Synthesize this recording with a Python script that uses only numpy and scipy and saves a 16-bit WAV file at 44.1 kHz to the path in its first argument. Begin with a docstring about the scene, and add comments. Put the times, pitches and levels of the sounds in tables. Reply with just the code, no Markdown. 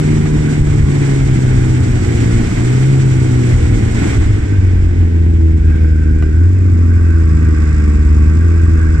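"""The two-stroke twin of a snowmobile drones at its firing rate and stumbles as firings come weak: summed
orders. Out on a snow trail the sled slows and stops; track and skis hiss until then, made of coloured noise.
Clatter and ticking rise from the sled's own track near 4.5 s; later a second sled idles beside the stop and
swells as the two draw level: drone, clatter, ticking and a struck pin. Bumps, bodywork knocks, a buzzing panel
and faint whines ride along, all heard at two microphone ports."""
import sys
import numpy as np
from scipy import signal
from scipy.fft import rfft, irfft
from scipy.io import wavfile
from scipy.ndimage import uniform_filter1d, minimum_filter1d

SR = 44100
rng = np.random.default_rng(int(sys.argv[2]) if len(sys.argv) > 2 else 0)


def volts(x):
    """Linear amplitude factor 10**(x/20) for a level x in dB, scalar or array-like."""
    e = np.asarray(x, float) / 20
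    return 10 ** e


def generate_wav(sig):
    """Save sig (samples, or channels by samples) to the path in sys.argv[1] as 16-bit PCM at SR."""
    pcm = np.round(np.clip(np.atleast_2d(sig).T, -1, 1) * 32767).astype(np.int16)
    wavfile.write(sys.argv[1], SR, pcm)


N = 396900
STEP = 20   # bass sources are computed at every 20th sample


def at_hz(points, hz):
    """Read a spectrum on a log-frequency axis."""
    points_hz, values = np.transpose(points)
    return np.interp(np.log(hz + 1e-9), np.log(points_hz), values)


def in_time(rows, step=1):
    """Curve columns at every step-th sample."""
    s, *columns = np.transpose(rows)
    return [np.interp(np.arange(0, N, step) / SR, s, column) for column in columns]


def swells(rows, step=1):
    """Smooth humps in dB, each centred on its time and gone half its length away."""
    t = np.arange(0, N, step) / SR
    return sum(db * np.cos(np.pi * np.clip((t - s) / length, -.5, .5)) ** 2 for s, length, db in rows)


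def rms_one(x):
    """Scale to rms 1."""
    return x / np.sqrt(np.mean(x ** 2) + 1e-20)


def full_rate(x):
    """Bring a bass source to the full sample rate."""
    return signal.resample_poly(x, STEP, 1, axis=1, padtype="line")


def drift(rate_hz, step=1):
    """Random wander around a given rate, without its slowest part; spread 1."""
    r = np.exp(-80 * np.pi * rate_hz / SR)   # computed at every 40th sample
    slow = signal.lfilter([1], [1, -2 * r, r * r], rng.standard_normal(N // 40 + 2002))
    slow = slow - uniform_filter1d(slow, int(3 * SR / 40 / rate_hz))
    slow = rms_one(slow[2000:])   # the filter has settled by here
    return np.interp(np.arange(0, N, step) / 40, np.arange(len(slow)), slow)


def ring(strikes, hz, t60):
    """A struck mode: a two-pole resonator that falls 60 dB in t60 seconds."""
    r, w = volts(-60 / (t60 * SR)), 2 * np.pi * hz / SR
    return signal.lfilter([0, np.sin(w)], [1, -2 * r * np.cos(w), r * r], strikes + 1e-18)


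def bursts(turns, share, fall):
    """Gain whose given share jumps at each firing and falls away towards the next."""
    return 1 - share + share * rms_one(np.exp(-fall * (turns % 1)))


# How the microphone ports favour left. Each row: frequency in Hz, left minus right in dB.
LEAN = [(60, 0.0), (130, 0.5), (290, 0), (640, -3), (1410, -4.5), (3100, -2), (6820, -4.5), (15000, -1)]
# How the ports differ in phase. Each row: frequency in Hz, lead of the left port in radians.
LEAD = [(0, 0), (80, -.28), (170, -.52), (350, -1.35), (600, -2.6), (1550, .8), (1810, 3.2), (2580, 2.4),
        (4130, -2.9), (6290, -9.1), (9130, -12.5), (15200, -22)]


def ports(hz):
    """Complex gain of the left and right microphone port."""
    half = np.array([[.5], [-.5]])
    return volts(at_hz(LEAN, hz) * half) * np.exp(1j * np.interp(hz, *np.transpose(LEAD)) * half)


def tone(turns, hz, order, phase=None):
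    """One multiple of a rotation at the two ports, about rms 1; phase in turns is random unless given."""
    phase = rng.random() if phase is None else phase
    return np.sqrt(2) * np.real(ports(hz * order) * np.exp(2j * np.pi * (order * turns + phase)))


# How alike noise is at the two ports. Each row: frequency in Hz, likeness from 0 to 1.
LIKENESS = [(30, .995), (60, .995), (130, .98), (300, .95), (550, .6), (1000, .55), (2000, .45), (4000, .3),
            (8000, .2), (15000, .35)]


def noise(spectrum, rings=(), shared_db=1.0, own_db=1.0, flicker_hz=12, step=1):
    """Stereo noise of a given colour and resonances; wide bands flicker together and alone; rms 1."""
    n = N // step
    hz = np.fft.rfftfreq(n, step / SR)
    low_hz, high_hz = spectrum[0][0], spectrum[-1][0]
    power = volts(at_hz(spectrum, hz)) ** 2 * (hz > low_hz) * (hz < high_hz)
    for centre_hz, width_hz, ring_db in rings:
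        power = power + volts(ring_db) ** 2 / (1 + (2 * (hz - centre_hz) / width_hz) ** 2) ** 2
    mid, side = rfft(rng.standard_normal((2, n))) * np.sqrt(power)
    alike = np.clip(at_hz(LIKENESS, hz), 0, 1)
    pair = np.sqrt(1 + alike) * mid + np.sqrt(1 - alike) * side * [[1], [-1]]
    pair = pair * ports(hz)
    # overlapping bands, each centred at three times the frequency of the last
    band, out = np.log(hz + 1) / np.log(3), 0
    first, last = np.round(np.log([low_hz, high_hz]) / np.log(3)).astype(int)
    for k in range(first, last + 1):
        share = np.clip(1 - abs(np.clip(band, first, last) - k), 0, 1)
        out = out + irfft(pair * share, n) * volts(own_db * drift(flicker_hz, step))
    return rms_one(out * volts(shared_db * drift(flicker_hz, step)))


# Faint thin whines. Each row: start in seconds, end in seconds, start pitch in Hz, end pitch in Hz,
# level in dB before it wavers.
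WHINES = [(.85, 1.35, 2130, 2090, -46), (0, 1.2, 1140, 1100, -49), (5.57, 6.47, 1570, 1520, -43),
          (5.65, 5.95, 2300, 2180, -52), (5.4, 5.75, 2560, 2570, -56), (5.65, 6.45, 2410, 2350, -54),
          (5.68, 6.05, 3280, 3220, -66), (5.6, 6.1, 5230, 5300, -65), (6.05, 6.5, 5250, 5020, -65),
          (6.4, 6.9, 1420, 1340, -52), (6.93, 7.35, 2570, 2560, -53)]


def whines():
    """Thin wavering sines that glide a little, fading in and out."""
    t, out = np.arange(N) / SR, np.zeros(N)
    for start, end, start_hz, end_hz, level_db in WHINES:
        hz = np.interp(t, [start, end], [start_hz, end_hz]) + 35 * drift(40)
        fade = np.sin(np.pi * np.clip((t - start) / (end - start), 0, 1)) ** .5
        out += volts(level_db + 3.9 * drift(8.3)) * fade * np.sin(2 * np.pi * np.cumsum(hz) / SR)
    return out * volts([[-1.5], [1.5]])


# Orders of the neighbour's drone. Each row: multiple of its firing rate, relative level in dB.
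NEIGHBOUR_ORDERS = [(1, -7), (2, 3)]


def neighbour_drone(turns, hz):
    """The idling exhaust: low orders of the firing rate, each swelling at random."""
    return sum(volts(db + 5.1 * drift(4.1)) * tone(turns, hz, k) for k, db in NEIGHBOUR_ORDERS)


# Colour of the clatter. Each row: frequency in Hz, relative density in dB per Hz.
CLATTER = [(310, -29), (520, -5), (790, -8), (1130, -15), (1390, -12.5), (1550, 3), (1740, -11),
           (2220, -3.5), (3200, -26), (4160, -61), (7040, -120)]
# Panels ringing in it. Each row: centre in Hz, width in Hz, relative density in dB.
CLATTER_RINGS = [(938, 67, -4), (1870, 300, -0.5), (2080, 63, -3), (2450, 74, -4.5), (2590, 40, -3.5)]


def clatter(turns, burst):
    """Resonant noise that bursts mildly with each firing."""
    rattle = noise(CLATTER, CLATTER_RINGS, shared_db=.4, own_db=.5, flicker_hz=25)
    return rattle * bursts(turns, .35 * burst, fall=2.2)


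# Resonances of the neighbour's hood. Each row: centre in Hz, width in Hz, relative density in dB.
HOOD = [(1150, 160, -5.5), (1350, 59, -6.5)]
# The hood is shaded until the sleds draw level. Each row: time in seconds, gain in dB.
HOOD_IN_VIEW = [(4.3, -7), (5.8, -14.5), (6.3, -6.5), (6.85, 3.5), (7.3, 3)]


def hood():
    """Noise ringing in the hood, brighter once the hood comes into view."""
    shade_db, = in_time(HOOD_IN_VIEW)
    return volts(shade_db) * noise([(1050, -30), (1450, -30)], HOOD, shared_db=.5, own_db=.3, flicker_hz=30)


# Colour of the ticking. Each row: frequency in Hz, relative density in dB per Hz.
TICKING = [(1650, -44), (2800, -1.5), (3050, -14.5), (3390, -3), (4100, -6.5), (4990, -4), (6080, -5),
           (7510, -1.5), (8120, -4.5), (9960, -27), (15100, -33)]
# Resonances in it. Each row: centre in Hz, width in Hz, relative density in dB.
TICKING_RINGS = [(3100, 27, -2.5), (5100, 190, 2), (6950, 540, -3), (7700, 120, 3)]


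def ticking(turns, burst):
    """Bright noise that bursts once a firing."""
    ticks = noise(TICKING, TICKING_RINGS, shared_db=.9, own_db=.9, flicker_hz=30)
    return ticks * bursts(turns, burst, fall=3.2)


def pin(turns, burst):
    """A bright pin struck at each firing, with uneven strength, rings briefly at 7900 Hz."""
    strikes = np.diff(np.floor(turns), prepend=0) * volts(3.5 * drift(30)) * burst
    return ring(uniform_filter1d(strikes, size=3), 7900, t60=0.026) * volts([[-2.5], [2.5]])


# The clattering group: mostly the sled's own track near 4.5 s, then the second sled. Each row: time in seconds,
# # loudness in dB about its loudest, share of the ticking that bursts with each firing from 0 to 1.
TRACK_AND_NEIGHBOUR = [(3.9, -14.5, 0.09), (4.5, -2.5, .085), (5.3, -10.5, 0.1), (5.83, -7, .18), (6.5, -6, .23),
                       (6.9, -4.5, 0.19), (7.4, -2, 0.32), (7.7, 0, 0.33), (8.05, -2, .27), (8.95, -1.5, 0.28)]
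# Its idle. Each row: time in seconds, mean firing rate in Hz.
NEIGHBOUR_IDLE = [(6.2, 54.5), (7.2, 53.24), (8.1, 53), (9, 52.1)]


def track_and_neighbour():
    """Clatter and ticking of the own track near 4.5 s, then the idling sled, which swells, its ticking more
    pulsed as the sleds draw level."""
    near_db, burst = in_time(TRACK_AND_NEIGHBOUR)
    hz, = in_time(NEIGHBOUR_IDLE)
    turns = np.cumsum(hz * (1 + 0.021 * drift(3.0))) / SR   # the idle hunts by about 2 %
    drone = volts(-30 - .4 * near_db) * neighbour_drone(turns, hz)   # swells less than the rest
    out = drone + volts(-33.5) * clatter(turns, burst) + volts(-41.5) * hood()
    out = out + volts(-42.5) * ticking(turns, burst) + volts(-30.5) * pin(turns, burst)
    return volts(near_db) * out


# Pitches of the side panel. Each row: centre in Hz, width in Hz, relative density in dB.
PANEL = [(1498, 150, 2), (1610, 68, 3.5)]
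# Spells of buzzing. Each row: start in seconds, end in seconds, level in dB.
BUZZES = [(.42, .56, -40), (1.4, 1.66, -42), (5.591, 5.85, -43), (5.849, 6.46, -39.5), (6.888, 7.26, -38),
          (7.387, 7.84, -41), (7.84, 8.4, -45), (8.4, 8.694, -40), (8.7, 9.049, -35)]


def panel():
    """A side panel buzzes at its own pitches in spells, shaken once a firing."""
    turns, t = np.cumsum(in_time(ENGINE)[0]) / SR, np.arange(N) / SR
    spells, edge_s = 0, 0.037
    for start, end, db in BUZZES:
        spells = spells + volts(db) * np.clip(np.minimum(t - start, end - t) / edge_s + .5, 0, 1)
    buzz = noise([(1300, -40), (1800, -40)], PANEL, shared_db=.4, own_db=.3, flicker_hz=30)
    return spells * volts(2.0 * drift(9.4)) * buzz * bursts(turns, share=0.19, fall=1.7)


# Knocks on the bodywork. Each row: time in seconds, relative strength in dB,
# tilt in dB per octave above the lowest mode.
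KNOCKS = [(0.256, -9, -6), (5.031, -22, -2), (5.699, -26, 0.1), (6.225, -14.5, .3), (6.231, -21, 0.1),
          (7.227, -28, 0.1)]
# Modes of the bodywork. Each row: frequency in Hz, relative level in dB, 60 dB decay time in seconds.
BODYWORK = [(718, -2, 0.022), (1216, -3, 0.028), (1460, -7, .04), (1970, -3.5, 0.027), (2380, -5, 0.028),
            (2840, -17, 0.076), (3860, -17.5, 0.015), (5600, -19, 0.023), (7300, -13, .01)]


def knocks():
    """Each knock strikes every mode of the bodywork with a strength of its own."""
    s, strength_db, tilt_db = np.transpose(KNOCKS)
    luck_db, out = rng.normal(0, 1, (len(s), len(BODYWORK))), np.zeros(N)
    for k, (hz, level_db, t60) in enumerate(BODYWORK):
        octaves = np.log2(hz / BODYWORK[0][0])
        clicks = np.zeros(N)
        clicks[(s * SR).astype(int)] = volts(strength_db + level_db - 11.0 + tilt_db * octaves + luck_db[:, k])
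        out += ring(clicks, hz, t60)
    return out * volts([[-1.5], [1.5]])


# Colour of the chassis rumble. Each row: frequency in Hz, relative density in dB per Hz.
RUMBLE = [(6, -11.5), (20, 1), (40, 6.5), (60, 4.5), (95, 5), (125, 0), (160, -18), (220, -37.5)]
# Bumps and smooth stretches under the track. Each row: centre in seconds, length in seconds, rumble in dB.
BUMPS = [(.61, .12, 9), (2.12, .1, -8), (2.8, .6, -7), (.83, .2, 9), (2.35, .3, 7), (3.56, .12, 7),
         (3.82, .2, 6), (4.2, .25, 10), (4.78, .3, 5), (5.75, .15, 7)]


def rumble():
    """Bumps shake the chassis: bass noise that follows part of the hiss's swing."""
    slowing_db = in_time(RIDE)[0] - RIDE[0][1]
    level_db = -18 + 0.56 * slowing_db + swells(BUMPS) + 2.0 * drift(3.6)   # the last term: random lumps
    return volts(level_db) * full_rate(noise(RUMBLE, shared_db=-1.5, own_db=-0.5, flicker_hz=5.6, step=STEP))


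# Colour of the gas flutter. Each row: frequency in Hz, relative density in dB per Hz.
FLUTTER = [(76, -35.5), (130, -7.5), (193, -4.5), (275, -5), (323, -4.5), (367, -13.5), (419, -9.5),
           (552, -28.5), (600, -24.5), (780, -52.5), (1320, -120)]
# Its strength with the revs. Each row: firing rate in Hz, level in dB before the snow patches.
FLUTTER_WITH_REVS = [(75, -29.5), (85, -26.5), (95, -26), (105, -20.5), (120, -21), (135, -22),
                     (152, -21.5)]


def flutter():
    """Gas flutters in the pipe: low noise that changes with the revs and swells with the snow patches."""
    level_db = np.interp(in_time(ENGINE)[0], *np.transpose(FLUTTER_WITH_REVS)) + 0.76 * swells(SNOW_PATCHES)
    return volts(level_db) * full_rate(noise(FLUTTER, shared_db=0.6, own_db=1.7, flicker_hz=24.5, step=STEP))


# The ride to the stop. Each row: time in seconds, snow hiss in dB before the speed scales it,
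# speed from 0 to 1.
RIDE = [(0, -28, 0.8), (1.5, -28, 0.86), (3, -28.5, 0.9), (4.15, -26.5, 0.77), (4.6, -28, 0.42),
        (5.1, -29, 0.39), (5.4, -33.5, 0.49), (6.3, -32, 0.24), (6.95, -40.5, 0.32), (9, -33.5, 0)]
# Hiss over changing snow. Each row: centre in seconds, length in seconds, swell or dip in dB.
SNOW_PATCHES = [(.05, 0.46, 2), (.52, 0.17, 2), (.63, .1, -1.5), (1.08, 0.35, 2.5), (2.25, 0.74, 2.5),
                (2.65, 0.76, 2), (3.53, 0.27, 2), (4.07, 0.42, 4.5), (5.76, 0.25, 4.5)]
# Colour of the hiss. Each row: frequency in Hz, relative density in dB per Hz.
SNOW = [(310, -32.5), (520, -7), (550, -5.5), (750, -3), (1010, -9.5), (1500, -7.5), (1700, -4), (2160, -2),
        (2670, -10.5), (4190, -15.5), (5710, -16.5), (6390, -16), (7790, -9), (10300, -34), (15100, -38)]
# Resonances in it. Each row: centre in Hz, width in Hz, relative density in dB.
SNOW_RINGS = [(1468, 130, -6), (2080, 400, -16.5), (5750, 370, -13.5), (7500, 120, -25)]


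def snow():
    """Track and skis hiss over the snow, softer and duller with falling speed, until the sled stops."""
    level_db, moving = in_time(RIDE)
    hiss = noise(SNOW, SNOW_RINGS, shared_db=0.03, own_db=1.27, flicker_hz=22.4)
    hiss = volts(level_db + swells(SNOW_PATCHES)) * hiss
    dull = signal.sosfilt(signal.butter(2, 4500, fs=SR, output="sos"), hiss)
    return moving * (dull + moving * (hiss - dull))   # slow skis lose their sizzle


# The sled's own engine. Each row: time in seconds, firing rate in Hz, firing tone in dB before dropouts.
ENGINE = [(0.0, 152.1, -13.5), (0.4, 152, -14), (.95, 142.8, -13), (1.38, 130, -12.5), (1.78, 126.8, -12),
          (2.1, 117.4, -15), (2.53, 115.9, -13.5), (2.9, 136.2, -9), (3.3, 126.1, -11.5),
          (3.93, 113.3, -15), (4.4, 98.86, -11.5), (4.53, 101, -11.5), (4.62, 93.5, -9), (4.86, 88.4, -10),
          (5.46, 81.33, -8), (6.31, 77.14, -10), (6.43, 87.2, -6), (6.56, 94.75, -8.5), (6.79, 86.7, -8.5),
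          (6.92, 87.6, -8), (7.27, 80.26, -9), (7.89, 75.25, -10), (8.22, 76.33, -7.5), (8.45, 85, -8),
          (8.72, 81.5, -8), (9.0, 78.85, -10)]
# What the exhaust pipe lets through. Each row: frequency in Hz, base level of one overtone in dB.
PIPE = [(40, -26.5), (70, -45), (160, -23.5), (190, -32), (230, -27), (270, -30), (315, -25), (400, -35.5),
        (470, -37), (520, -46.5), (700, -54.5)]
# The exhaust with the revs. Each row: firing rate in Hz, overtone lift in dB, cylinder mismatch in dB,
# base level of the lope in dB.
WITH_REVS = [(80.8, -0.5, -16, -22), (81.1, 0, -14.5, -26), (87.4, -2, -5, -27), (105, -5.5, 0.5, -25.5),
             (116.42, 2, -4.5, -25), (136.3, 5.5, -5.5, -25), (152, 1.5, 3, -28.5)]
# Brief dropouts of the firing tone. Each row: centre in seconds, length in seconds, change in dB.
MISFIRES = [(2.03, 0.15, -11), (2.5, 0.24, -9.5), (4.1, 0.4, -7.5), (4.43, 0.16, -16.5), (5.1, 0.055, -6),
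            (1.85, 0.11, -7), (3.65, 0.052, -4), (5.6, .12, -4)]
# Blips of throttle that steady the firing. Each row: centre in seconds, length in seconds,
# change of stumble and lope in dB.
BLIPS = [(2.85, .8, -9), (6.45, .35, -11), (8.4, 0.63, -5)]
# Weak firings repeat over eight firings and put tones between the orders.
# Each row: multiple of the firing rate, level in dB about the lope.
LOPE = [(.375, -15.5), (.625, -1), (.75, 1), (.875, -12.5), (1.125, -5), (1.25, -15.5), (1.375, -14),
        (3.75, -14.5)]
# Faint lines that hold while the revs are low. Each row: multiple of the firing rate, base level in dB.
STEADY_ORDERS = [(2.75, -33), (3.25, -41)]


def engine():
    """Firing tone and overtones through the pipe; unequal cylinders add half orders, the lope eighth orders."""
    hz, tone_db = in_time(ENGINE, STEP)
    revs_hz, *laws = np.transpose(WITH_REVS)
    lift_db, mismatch_db, lope_db = [np.interp(hz, revs_hz, law) for law in laws]
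    miss_db, steady_db = swells(MISFIRES, STEP), swells(BLIPS, STEP)
    turns = np.cumsum(hz) * STEP / SR   # counts firings
    # the firing tone runs 1 % below the firing rate and slides against the overtones
    out = volts(tone_db + miss_db) * tone(turns, hz, 0.99, phase=0)
    for half in [1, *range(3, 15)]:
        level_db = at_hz(PIPE, hz * half / 2) + lift_db + 0.19 * miss_db   # dropouts touch overtones less
        level_db = level_db + mismatch_db * (half % 2) + 1.5 * drift(2.77, STEP)
        out = out + volts(level_db) * tone(turns, hz, half / 2, phase=0)
    # each firing has a strength of its own, spread by 0.14 on a closed throttle
    luck = rng.standard_normal(N // STEP)
    stumble = 0.14 * volts(steady_db) * np.interp(turns, np.arange(len(luck)), luck)
    out = out * np.clip(1 + stumble, .45, 1.6)
    # the lope comes and goes, and rises in a dropout
    lope_db = lope_db + steady_db - 0.49 * miss_db + 1.6 * drift(2.5, STEP)
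    for order, db in LOPE:
        muffled_db = -.08 * np.maximum(hz * order - 290, 0)   # the pipe dulls those that climb with the revs
        level_db = lope_db + db + muffled_db + 2.5 * drift(2.5, STEP)
        out = out + volts(level_db) * tone(turns, hz, order)
    for order, db in STEADY_ORDERS:
        fade_db = 2.5 * np.maximum(hz - 92, 0)   # fade above 92 firings per second
        out = out + volts(db - fade_db + 3.6 * drift(1.8, STEP)) * tone(turns, hz, order)
    return full_rate(out)


def scene():
    """All sources at the two microphone ports."""
    return whines() + track_and_neighbour() + panel() + knocks() + rumble() + flutter() + snow() + engine()


def top_cut(x):
    """Nothing passes above the cut-off."""
    return signal.sosfilt(signal.butter(12, 15710, fs=SR, output="sos"), x)


def record(dry):
    """A limiter ducks the loudest beats and recovers fast, then the top is cut."""
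    ceiling_db, release_db_per_s = -.9, 80.
    ramp = release_db_per_s * np.arange(N) / SR
    level_db = 20 * np.log10(abs(dry).max(0) + 1e-9)
    held_db = np.maximum.accumulate(level_db + ramp) - ramp   # peaks, released at a steady rate
    over_db = np.maximum(held_db - ceiling_db, 0)
    duck = minimum_filter1d(volts(-over_db), size=257)
    duck = uniform_filter1d(duck, size=257)
    mix = signal.sosfilt(signal.cheby2(16, 70, 15350, fs=SR, output="sos"), dry * duck)
    return top_cut(mix)


dry = scene()
out = record(dry)
generate_wav(out)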